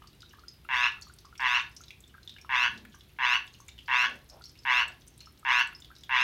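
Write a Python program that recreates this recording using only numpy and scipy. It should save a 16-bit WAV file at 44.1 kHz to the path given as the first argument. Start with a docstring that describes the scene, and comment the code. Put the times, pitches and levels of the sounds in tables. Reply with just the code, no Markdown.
"""A small glass terrarium, where a male tree frog croaks eight times.
Each croak is a rattle of about 125 pulses a second. Each pulse adds a flap of the larynx to a few swings
of the vocal cords, which tighten as the call goes on; the vocal sac and glass box colour the voice.
Water trickles into the pool: each drop is a short rising bubble tone with a tick of spray.
Behind it are a hum of steady tones, and shaped noise for the room's rumble, hiss and faint stirrings."""
import sys
import numpy as np
from scipy import signal
from scipy.fft import rfft, irfft
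from scipy.io import wavfile

SR = 44100
rng = np.random.default_rng(int(sys.argv[2]) if len(sys.argv) > 2 else 0)


def digitize_waveform(pressure):
    """Quantize a signal to 16-bit integers and store it at the path in sys.argv[1].

    Rows of a 2-D input are taken as channels; values are limited to [-1, 1].
    """
    field = np.atleast_2d(pressure).T
    bounded = np.clip(field, -1, 1)
    quanta = np.round(bounded * 32767).astype(np.int16)
    wavfile.write(sys.argv[1], SR, quanta)


N = 274743

# Spectrum of the room's rumble and hiss, only its shape counts: (f/Hz, relative level/dB)
ROOM_SPECTRUM = [(15, -40), (25, -13), (65, 6.5), (120, -4.5), (200, -8.5), (370, -10.5), (520, -19),
                 (800, -21), (1200, -22.5), (2000, -22), (3400, -21), (7500, -33), (12500, -29.5),
                 (15800, -34)]
# Steady tones of the mains and a motor: (f/Hz, rms level/dB)
HUM_TONES = [(59.3, -69.5), (119, -70), (148.5, -70.5), (205, -78), (356, -78)]
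# The clearest drips: (t/s, level/dB, starting bubble pitch f/Hz, splash strength/dB)
CLEAR_DRIPS = [(0.0202, -41, 1140, -7), (0.2604, -45, 3700, -9), (0.4823, -32.5, 4890, -7.5),
               (0.648, -49, 2630, -9), (1.0213, -33.5, 4380, -8.5), (1.1862, -47.5, 4330, 5.5),
               (1.2523, -44, 1156, -10), (1.765, -38, 5460, 2), (1.8818, -45, 3800, 3),
               (1.9057, -39, 2470, 3), (2.0393, -43, 3460, -10), (2.2755, -31, 3480, -9),
               (2.2942, -35, 3600, -1.5), (2.384, -41, 2300, 0), (2.8505, -44, 1640, 8.5),
               (2.943, -44.5, 1540, -15), (3.6032, -43.5, 6080, -1), (3.6892, -39, 3500, 1.5),
               (4.2983, -43.5, 5100, 3.5), (4.4398, -36, 4300, -4), (4.4553, -35.5, 5340, -11),
               (4.589, -44, 5050, -4.5), (5.0803, -42.5, 8560, -4), (5.2052, -33.5, 4120, -6),
               (5.258, -41.5, 5200, -6), (5.7496, -36, 5040, -22), (5.821, -40.5, 3470, -2),
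               (5.8461, -44.5, 3430, 4.5), (5.9637, -45.5, 3840, 0), (6.0347, -43, 3530, 7)]
# How the tank's echo dies away, band by band: (f/Hz, time to fall by 60 dB t/s, relative level/dB)
TANK_ECHO = [(494, 0.88, -5), (980, 0.21, 5), (1840, 0.31, 3), (2680, 0.24, 7.5), (4070, 0.33, 5),
             (6600, 0.19, 9), (11200, 0.057, -11)]
# One row a croak: (start t/s, length t/s, effort level/dB, cord tension as a factor on pitch,
# middle of the lock as a share of the length, moment of the push as a share of the length)
CROAKS = [(0.6879, 0.2, -3.5, 1.037, 0.52, 0.75), (1.3948, 0.21, -3, 1.045, 0.55, 0.74),
          (2.492, 0.19, -2.5, 1.104, 0.57, 0.72), (3.1864, 0.19, -2.5, 1.045, 0.61, 0.76),
          (3.8811, 0.19, -1.5, 1.1, .62, 0.68), (4.6509, 0.18, -1.5, 1.057, .6, .68),
          (5.449, 0.18, -1.14, 1.067, 0.65, 0.8), (6.0928, 0.2, -1.9, 1.064, 0.69, 0.58)]
# Broad colour that the throat and vocal sac radiate: (f/Hz, level/dB)
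SAC_COLOUR = [(300, -70), (520, -42.5), (780, -14.5), (1020, -4), (1330, -5.5), (1650, -4), (2350, 1),
              (2750, 1), (3120, -10), (4400, -18.5), (6200, -23), (7700, -44), (10300, -57), (15500, -60)]
# Narrow resonances of the frog and its glass box: (f/Hz, width f/Hz, lift level/dB)
RESONANCES = [(946, 95, 5.5), (1144, 93, 5), (1468, 112, 9.5), (1648, 30, -6), (1690, 88, 5.5),
              (1825, 120, 5.5), (1941, 110, 7.5), (2300, 50, 2.5), (2637, 147, 3), (2790, 18.5, -8),
              (2927, 48, 5), (3350, 162, 9.5), (3660, 130, 12), (4020, 71, 9), (8770, 420, 13.5),
              (11550, 200, 20.5), (12500, 980, 11)]
# First echoes off the glass panes: (delay t/s, gain as a plain factor)
PANE_ECHOES = [(.0011, 0.19), (.0024, 0.011), (.0037, .14)]
# Faint muffled stirrings in the room: (start t/s, length t/s, centre f/Hz, level/dB before the fades)
STIRRINGS = [(2.58, 0.43, 212, -55), (2.657, 0.26, 630, -66.5), (3.984, 0.24, 252, -56.5),
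             (3.945, 0.34, 600, -58), (4.281, 0.16, 660, -54.5), (4.584, 0.46, 653, -60.5)]

# Phases of a croak, as shares of its length: pressure builds, the cords lock in with the vocal sac,
# a last push, release.
BUILD, LOCK_WIDTH, PUSH_WIDTH, RELEASE_AT = 0.33, 0.19, 0.06, 0.88
# The rattle, in pulses per second: a quick start that settles, a push, then slowing as air runs out.
RATE_HZ, QUICK_START_HZ, PUSH_HZ, SLOWING_HZ = 122.2, 16, 2.6, 13
SETTLE, SLOW_FROM = 0.16, 0.78  # shares of the croak
# Cord pitch before the croak's tension factor: slack pitch, rise, bend of the rise (1 = straight).
SLACK_HZ, TIGHTEN_HZ, TIGHTEN_BEND = 753, 739, 0.81
# Levels (dB) before the croak's effort: at full pressure, change at the very start and very end.
CORDS_DB, CORDS_START_DB, CORDS_END_DB = 3, -15.5, -6.5
FLAP_DB, FLAP_START_DB, FLAP_END_DB = 0.5, -11.5, -13
# Changes (dB): the flap while the cords lock, the cords while locked, the cords in the push.
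FLAP_LOCK_DB, LOCK_DB, PUSH_DB = -0.5, -6, 3.5
# Cord brightness (dB per octave): at the start, then gained with pressure, locking and tightening.
TILT_DB, TILT_BUILD_DB, TILT_LOCK_DB, TILT_TIGHTEN_DB = -5, 5, 4, 3.5
# Roughness from 0 to 1: at the start, at full pressure, while locked.
ROUGH_START, ROUGH_FULL, ROUGH_LOCKED = 0.2, 0.9, 0.14


def amp(db):
    """Turns decibels into a gain."""
    return 10 ** (np.asarray(db) / 20)


def unit(x):
    """Scales a sound to an rms (average strength) of one."""
    return x / np.sqrt(np.mean(x ** 2) + 1e-20)


def read(points, hz):
    """Reads between the rows of a table, along a log-frequency axis."""
    f, value = np.transpose(points)
    return np.interp(np.log(hz + 1), np.log(f + 1), value)


def add(mix, s, sound):
    """Mixes a sound in at time s, in seconds."""
    part = mix[max(round(s * SR), 0):][:len(sound)]
    part += sound[:len(part)]


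def noise(points, size):
    """Makes noise of rms one with the given spectrum."""
    hz = np.fft.rfftfreq(size, 1 / SR)
    spectrum = rfft(rng.standard_normal(size)) * amp(read(points, hz))
    return unit(irfft(spectrum, size))


def room_rumble(level_db=-59.0):
    """Steady noise, shaped into the rumble and hiss of the room."""
    return amp(level_db) * noise(ROOM_SPECTRUM, N)


def hum():
    """The mains and a motor give steady sine tones, each starting at a random point of its swing."""
    t = np.arange(N) / SR
    out = np.zeros(N)
    for hz, db in HUM_TONES:
        out += amp(db) * unit(np.sin(2 * np.pi * (hz * t + rng.random())))
    return out


def drip(hz, t60, splash_db, rise=4.9, splash_t60=0.029, size=3000):
    """A drop hits the pool: a tick of spray around the pitch of a brief bubble, which rises as it dies."""
    t = np.arange(size) / SR
    tone = np.sin(2 * np.pi * hz * t * (1 + rise * t))
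    bubble = 0.9 * tone * amp(-60 * t / t60)
    spray = noise([(hz / 12, -34), (hz / 1.44, -14), (hz, 0), (hz * 1.58, -11), (hz * 3, -27)], size)
    splash = 0.5 * spray * amp(splash_db - 60 * t / splash_t60)
    onset = 1 - np.exp(-t / 0.00033)
    return (bubble + splash) * onset


def trickle(level_db, centre_hz, octaves, spread_db, t60, splash_db, count):
    """Small drops hit the pool at random moments, with scattered pitch and loudness."""
    out = np.zeros(N)
    moments = rng.random(count)
    scatter = np.clip(rng.standard_normal((count, 2)), -2, 1.6)
    for when, (pitch, loud) in zip(moments, scatter):
        drop = drip(centre_hz * 2 ** (octaves * pitch), t60, splash_db)
        add(out, when * N / SR, amp(level_db + spread_db * loud) * drop)
    return out


def water():
    """Clear drips stand out over fine spatter, a thin fizz and low plops, all made of single drops."""
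    spatter = trickle(level_db=-56, centre_hz=4613, octaves=0.572, spread_db=9.0,
                      t60=0.017, splash_db=1, count=240)
    fizz = trickle(level_db=-60.5, centre_hz=11350, octaves=0.13, spread_db=1.5,
                   t60=0.012, splash_db=3.5, count=110)
    plops = trickle(level_db=-43.5, centre_hz=1290, octaves=0.22, spread_db=-0.5,
                    t60=0.03, splash_db=-22.5, count=45)
    out = spatter + fizz + plops
    for s, db, hz, splash_db in CLEAR_DRIPS:
        add(out, s, amp(db) * drip(hz, t60=0.022, splash_db=splash_db))
    return out


def tank(x, build_s=0.00057, size=22050):
    """Dense echoes between the glass walls and the room beyond, each band dying at its own speed."""
    taps = rng.standard_normal(size) * (rng.random(size) < 0.2)  # about one sample in five is an echo
    hz, t, bands = signal.stft(taps, SR, nperseg=256)
    t60, db = (read(np.array(TANK_ECHO)[:, [0, k]], hz)[:, None] for k in (1, 2))
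    tail = signal.istft(bands * amp(db - 60 * t / t60), SR, nperseg=256)[1]
    tail *= 1 - np.exp(-(np.arange(len(tail)) / SR / build_s) ** 2)
    return signal.oaconvolve(x, tail / np.linalg.norm(tail))[:N]


def course(u, lock_at, push_at):
    """The larynx at share u of a croak: pressure, locking and tightening set pitch, levels and roughness."""
    build = min(u / BUILD, 1)
    lock = np.exp(-((u - lock_at) / LOCK_WIDTH) ** 4)
    push = np.exp(-((u - push_at) / PUSH_WIDTH) ** 2)
    slowing = np.interp(u, [SLOW_FROM, 1], [0, 1])
    release = np.interp(u, [RELEASE_AT, 1], [0, 1])

    rate = RATE_HZ + QUICK_START_HZ * np.exp(-u / SETTLE) + PUSH_HZ * push - SLOWING_HZ * slowing
    cord_hz = SLACK_HZ + TIGHTEN_HZ * u ** TIGHTEN_BEND
    cord_db = CORDS_DB + CORDS_START_DB * (1 - build) + LOCK_DB * lock
    cord_db += PUSH_DB * push + CORDS_END_DB * release
    flap_db = FLAP_DB + FLAP_START_DB * (1 - build) ** 2
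    flap_db += FLAP_LOCK_DB * lock + FLAP_END_DB * release
    tilt_db = TILT_DB + TILT_BUILD_DB * build + TILT_LOCK_DB * lock + TILT_TIGHTEN_DB * u
    unlocked_rough = ROUGH_START + (ROUGH_FULL - ROUGH_START) * build ** 2
    rough = unlocked_rough * (1 - lock) + ROUGH_LOCKED * lock
    return rate, cord_hz, cord_db, flap_db, tilt_db, rough


def pulse(swing_hz, tilt_db, slip, open_s, sag, skew, rasp, spread, count=14):
    """The larynx opens once and its tissue swings a few times, the pitch arching with the pressure."""
    u = np.arange(int(open_s * SR)) / (open_s * SR)
    pressure = np.sin(np.pi * u ** skew)
    turns = np.cumsum(swing_hz * (1 - sag * (1 - pressure))) / SR
    turns -= np.interp(0.5, u, turns)  # count the swings from the middle of the pulse
    k = np.arange(1, count + 1)[:, None]
    audible = k * swing_hz < SR / 2
    partials = amp(tilt_db * np.log2(k * swing_hz / 2000)) * audible
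    # soft tissue closes like a zip, so the higher partials lag
    swings = (partials * np.cos(2 * np.pi * k * (turns + slip - spread * k))).sum(0)
    air = rasp * np.median(partials) * rng.standard_normal(len(u))
    return pressure * (swings + air)


def radiate(x, size=8192):
    """The vocal sac's broad colour and the narrow resonances act as one filter that rings after each pulse."""
    hz = np.abs(np.fft.fftfreq(size, 1 / SR))
    db = read(SAC_COLOUR, hz)
    for f, width, lift in RESONANCES:
        db = db + lift / (1 + (2 * (hz - f) / width) ** 2)
    # this phase makes the filter respond as early as it can, with no ringing ahead of a pulse
    spectrum = np.exp(np.conj(signal.hilbert(np.log(amp(db)))))
    response = np.fft.ifft(spectrum).real
    return signal.oaconvolve(x, response[:size // 2])[:N]


def frog(level_db=-25, flap_hz=548, flap_tilt_db=-3, jitter_s=0.00016, wobble=0.068, cord_lag_s=0.00019):
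    """Each pulse is a fixed-pitch flap of the larynx and a buzz of tightening cords, uneven when rough."""
    out = np.zeros(N)
    for start, length, effort_db, tension, lock_at, push_at in CROAKS:
        t = 0
        for late, sharp, slip, hurry in rng.standard_normal((32, 4)):
            if t > length:
                break
            rate, cord_hz, cord_db, flap_db, tilt_db, rough = course(t / length, lock_at, push_at)
            cord_hz *= tension * (1 + wobble * rough * sharp)
            flap = pulse(flap_hz, flap_tilt_db, slip=0, open_s=0.004504, sag=0.16, skew=0.99,
                         rasp=0.19, spread=0.0601, count=6)
            cords = pulse(cord_hz, tilt_db, slip=0.25 * rough * slip, open_s=0.0044, sag=0.14, skew=1.1,
                          rasp=0.2, spread=0.08)
            when = start + t + jitter_s * rough * late
            add(out, when, flap * amp(effort_db + flap_db))
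            add(out, when + cord_lag_s, cords * amp(effort_db + cord_db))
            t += (1 + 0.005 * hurry) / rate
    voice = radiate(out)
    near = voice.copy()
    for delay, gain in PANE_ECHOES:
        add(near, delay, gain * voice)
    return amp(level_db) * near


def stirrings():
    """Faint muffled stirrings in the room: bands of noise that swell and fade smoothly."""
    out = np.zeros(N)
    for s, length, hz, db in STIRRINGS:
        size = int(length * SR)
        spectrum = [(hz / 8, -40), (hz / 2, -14), (hz, 0), (hz * 2, -18), (hz * 8, -60)]
        band = noise(spectrum, 32768)[:size]
        add(out, s, amp(db) * band * signal.windows.hann(len(band)))
    return out


def scene(frog_wet_db=-8, water_wet_db=-7.0):
    """Frog and water share the terrarium and its echoes; the room's own sounds stay without them."""
    background = room_rumble() + hum() + stirrings()
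    drops = water()
    voice = frog()
    echoes = tank(amp(frog_wet_db) * voice + amp(water_wet_db) * drops)
    return (voice + drops + echoes + background)[None]


def record(dry, edge_hz=15950):
    """A steep filter takes away the treble above its edge."""
    low_pass = signal.firwin(511, edge_hz, window=("kaiser", 9), fs=SR)
    return signal.oaconvolve(dry, low_pass[None], "same")


dry = scene()
out = record(dry)
digitize_waveform(out)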